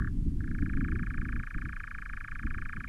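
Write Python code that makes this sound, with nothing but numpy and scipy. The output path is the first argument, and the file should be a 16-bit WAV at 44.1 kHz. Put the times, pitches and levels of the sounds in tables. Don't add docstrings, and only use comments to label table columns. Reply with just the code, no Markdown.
import sys
import numpy as np
from scipy import signal
from scipy.fft import rfft, irfft
from scipy.io import wavfile
from scipy.ndimage import uniform_filter1d

SR = 44100
rng = np.random.default_rng(int(sys.argv[2]) if len(sys.argv) > 2 else 0)


def transcribe(u):
    v = np.clip(np.atleast_2d(u).T, -1, 1)
    q = np.round(v * 32767).astype(np.int16)
    wavfile.write(sys.argv[1], SR, q)


def field_ratio(decibels):
    return 10 ** (np.asarray(decibels, dtype=float) / 20)


N = 127008


def rms_one(x):
    return x / np.sqrt(np.mean(x ** 2) + 1e-20)


def at_hz(points, hz):
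    point_hz, point_db = np.transpose(points)
    return np.interp(np.log(hz), np.log(point_hz), point_db)


def drift(rate):
    r = np.exp(-80 * np.pi * rate / SR)
    slow = signal.lfilter([1], [1, -2 * r, r * r], rng.standard_normal(N // 40 + 2002))
    slow = rms_one(slow[2000:])
    return np.interp(np.arange(N) / 40, np.arange(len(slow)), slow)


def resonance(x, hz, width):
    r = np.exp(-np.pi * width / SR)
    poles = [1, -2 * r * np.cos(2 * np.pi * hz / SR), r * r]
    return signal.lfilter(np.array([1, 0, -1]) * (1 - r * r) / 2, poles, x)


def hiss():
    # pitch_hz, level_db [dB per Hz]
    hiss_colour = [(300, 10.5), (600, 5.5), (1500, 5), (3500, 0.13), (7000, -2.5), (10500, -3.5),
                   (12400, -7.5), (14000, -22)]
    hz = np.arange(N // 2 + 1) * SR / N + 1
    spectrum = rfft(rng.standard_normal(N)) * field_ratio(at_hz(hiss_colour, hz))
    return field_ratio(-67.5) * rms_one(irfft(spectrum, N))


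def wind():
    # time_s, level_db
    wind_level = [(0, -33.5), (.1, -37.5), (.3, -34.5), (0.378, -37), (.6, -36), (.73, -35.5), (.83, -30),
                  (1.0, -38), (1.12, -40.5), (1.382, -37), (1.48, -58), (1.662, -41.5), (1.76, -54.5),
                  (2.28, -56), (2.42, -47.5), (2.62, -44), (2.69, -54.5), (2.88, -48)]
    # pitch_hz, level_db [dB per Hz]
    wind_colour = [(10, 0.5), (18, 5.9), (43, -1), (119, -10.5), (250, -16), (600, -17)]
    # start_s (their middle), length_s, gain_db
    buffet_list = [
        (.275, .015, 4),
        (.62, .015, 5),
        (.95, .015, 4),
        (1.565, .018, 11),
        (1.97, .015, 6),
        (2.13, .02, 5),
        (2.455, .015, 8),
        (2.775, .02, 7),
    ]
    bass_follows, top_follows = 0.21, 1.205
    bass_buffet, top_buffet = 0.7, 1.5
    t = np.arange(N) / SR
    time_s, level_db = np.transpose(wind_level)
    wind_db = np.interp(t, time_s, level_db)
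    swing = wind_db - np.mean(level_db)
    buffets = sum(gain * np.exp(-((t - at) / length) ** 2) for at, length, gain in buffet_list)

    together = drift(14)
    white = rng.standard_normal((2, N + SR))
    edges = 11 * 2 ** np.arange(0, 5.6, .5)
    out = 0
    for k, (low, high) in enumerate(zip(edges, edges[1:])):
        sos = signal.butter(2, [low, high], "band", fs=SR, output="sos")
        band = signal.sosfilt(sos, white[k % 2])[SR:]
        height = k / 10
        band_db = at_hz(wind_colour, np.sqrt(low * high))
        band_db = band_db + (bass_follows + (top_follows - bass_follows) * height) * swing
        band_db = band_db + (bass_buffet + (top_buffet - bass_buffet) * height) * buffets
        band_db = band_db + height ** 2 * (1.84 * together + 0.5 * drift(18))
        out = out + band * field_ratio(band_db)
    out = signal.sosfilt(signal.butter(8, 292.7, fs=SR, output="sos"), out)
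    return field_ratio(6.5) * rms_one(out) * np.sqrt(np.mean(field_ratio(2 * wind_db)))


def heath(x):
    # pitch_hz, width_hz, level_db
    throat = [(1148, 67, -3), (1647, 47, -2.6), (1730, 37, -4.5), (2473, 44, -13.5)]
    # pitch_hz, width_hz
    dips = [(1950, 210), (2650, 150)]
    # delay_s, level_db, sign (-1 = turned upside down)
    echo_list = [
        (.0021, -28.5, 1),
        (.0078, -12, 1),
        (.0146, -26.5, -1),
        (0.027, -25, 1),
    ]
    tail_db, tail_t60_s, tail_start_s = -45.5, 0.13, 0.0052
    t = np.arange(SR // 5) / SR
    scatter = field_ratio(tail_db) * 1000. ** (-t / tail_t60_s) * rng.standard_normal(len(t))
    scatter = scatter * (t > tail_start_s)
    echoes = np.zeros(len(t))
    for delay, db, sign in echo_list:
        echoes[int(delay * SR)] = np.sign(sign) * field_ratio(db)

    x = x + sum(field_ratio(db) * resonance(x, hz, width) for hz, width, db in throat)
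    for hz, width in dips:
        x = x - resonance(x, hz, width)
    far = resonance(x, 1670, 190) + field_ratio(-8.5) * x
    returned = signal.fftconvolve(far, echoes) + signal.fftconvolve(x, scatter)
    return field_ratio(-2) * (x + returned[:len(x)])


def churr_notes():
    beats = [0.4076, 0.5516, 0.6998, 0.8489, 0.9958, 1.1448, 1.2919, 1.4362, 1.5842, 1.7314, 1.8777, 2.0236,
             2.1738, 2.3203, 2.4718, 2.6221, 2.7695, 2.9203]
    # time_s, level_db, effort (0-1)
    low_phrase = [
        (-0.0022, -26, .15),
        (0.0228, -32, 0.16),
        (0.0474, -31, 0.21),
        (0.0761, -30.5, 0.33),
    ]
    # time_s, level_db, effort (0-1)
    swell = [
        (0.398, -37.5, 0.4),
        (0.548, -34, 0.83),
        (0.799, -30.5, 0.89),
        (2.9, -29.5, 0.97),
    ]
    s = np.interp(np.arange(4 * len(beats) - 4) / 4, np.arange(len(beats)), beats)
    time_s, level_db, effort = np.transpose(swell)
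    churr = np.transpose([s, np.interp(s, time_s, level_db), np.interp(s, time_s, effort)])
    return np.vstack([low_phrase, churr])


def note_pitch(t, lead, effort, top_spread):
    peak_hz, end_hz = 1625, 1108.5
    top_hz = (1799.3 + 702 * effort) * top_spread
    fall_s = .0014 + .0010 * effort
    glide = np.clip(-t / (lead * (1 - .22)), 0, 1)
    before = peak_hz + (top_hz - peak_hz) * glide ** 1.2 * (1.6 - .6 * glide)
    after = end_hz + (peak_hz - end_hz) * np.exp(-(np.maximum(t, 0) / fall_s) ** 1.5)
    return np.where(t < 0, before, after)


def note_loudness(t, lead, effort, db):
    attack_s, peak_width_s, release_s = .0009, .0015, .0015
    tail_s = .0015 + .0021 * effort
    attack = np.sin(np.pi / 2 * np.clip((t + lead) / attack_s, 0, 1)) ** 2
    release = np.exp(-(np.maximum(t - tail_s, 0) / release_s) ** 2)
    softer = db - db.max()
    base = np.where(t < 0, field_ratio(-6 + .6 * softer), field_ratio(-2.5 + 1.7 * softer))
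    base = uniform_filter1d(base, size=90)
    return attack * release * (base + (1 - base) * np.exp(-(t / peak_width_s) ** 2))


def throat_overtone(over):
    # pitch_hz, width_hz, level_db
    bands = [(3100, 70, 0), (2890, 110, -5), (4860, 200, -9)]
    return sum(field_ratio(-6 + db) * resonance(resonance(over, hz, 3 * width), hz, width)
               for hz, width, db in bands)


def nightjar():
    pitch_spread, level_spread_db, time_spread_s = .01, .55, .0002
    throat_lag_s = .0012
    notes = churr_notes()
    s, db, effort = notes.T[:, :, None]
    chance = rng.standard_normal((len(notes), 4)).T[:, :, None]
    pad = SR // 50
    t = np.arange(-pad, pad) / SR
    lead = .0042 + .0027 * effort

    hz = note_pitch(t, lead, effort, 1 + pitch_spread * chance[0]) * (1 + pitch_spread * chance[1])
    phase = 2 * np.pi * np.cumsum(hz * (t > -lead), axis=1) / SR
    env = note_loudness(t, lead, effort, db) * field_ratio(db + level_spread_db * chance[2])

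    peak_s = s - throat_lag_s + time_spread_s * chance[3]
    at = (peak_s * SR).astype(int) + np.arange(2 * pad) + pad
    tone, over = np.zeros((2, N + 6 * pad))
    np.add.at(tone, at, env * np.sin(phase))
    np.add.at(over, at, env * field_ratio(12 * (effort - 2)) * np.sin(2 * phase))
    tone = signal.sosfilt(signal.butter(4, [1118, 2540], "band", fs=SR, output="sos"), tone)
    return tone + throat_overtone(over), 2 * pad


def scene():
    bird, start = nightjar()
    return (heath(bird)[start:start + N] + wind() + hiss())[None]


def roll_off(x):
    return signal.sosfilt(signal.butter(12, 14100, fs=SR, output="sos"), x)


def record(dry):
    return roll_off(dry)


dry = scene()
out = record(dry)
transcribe(out)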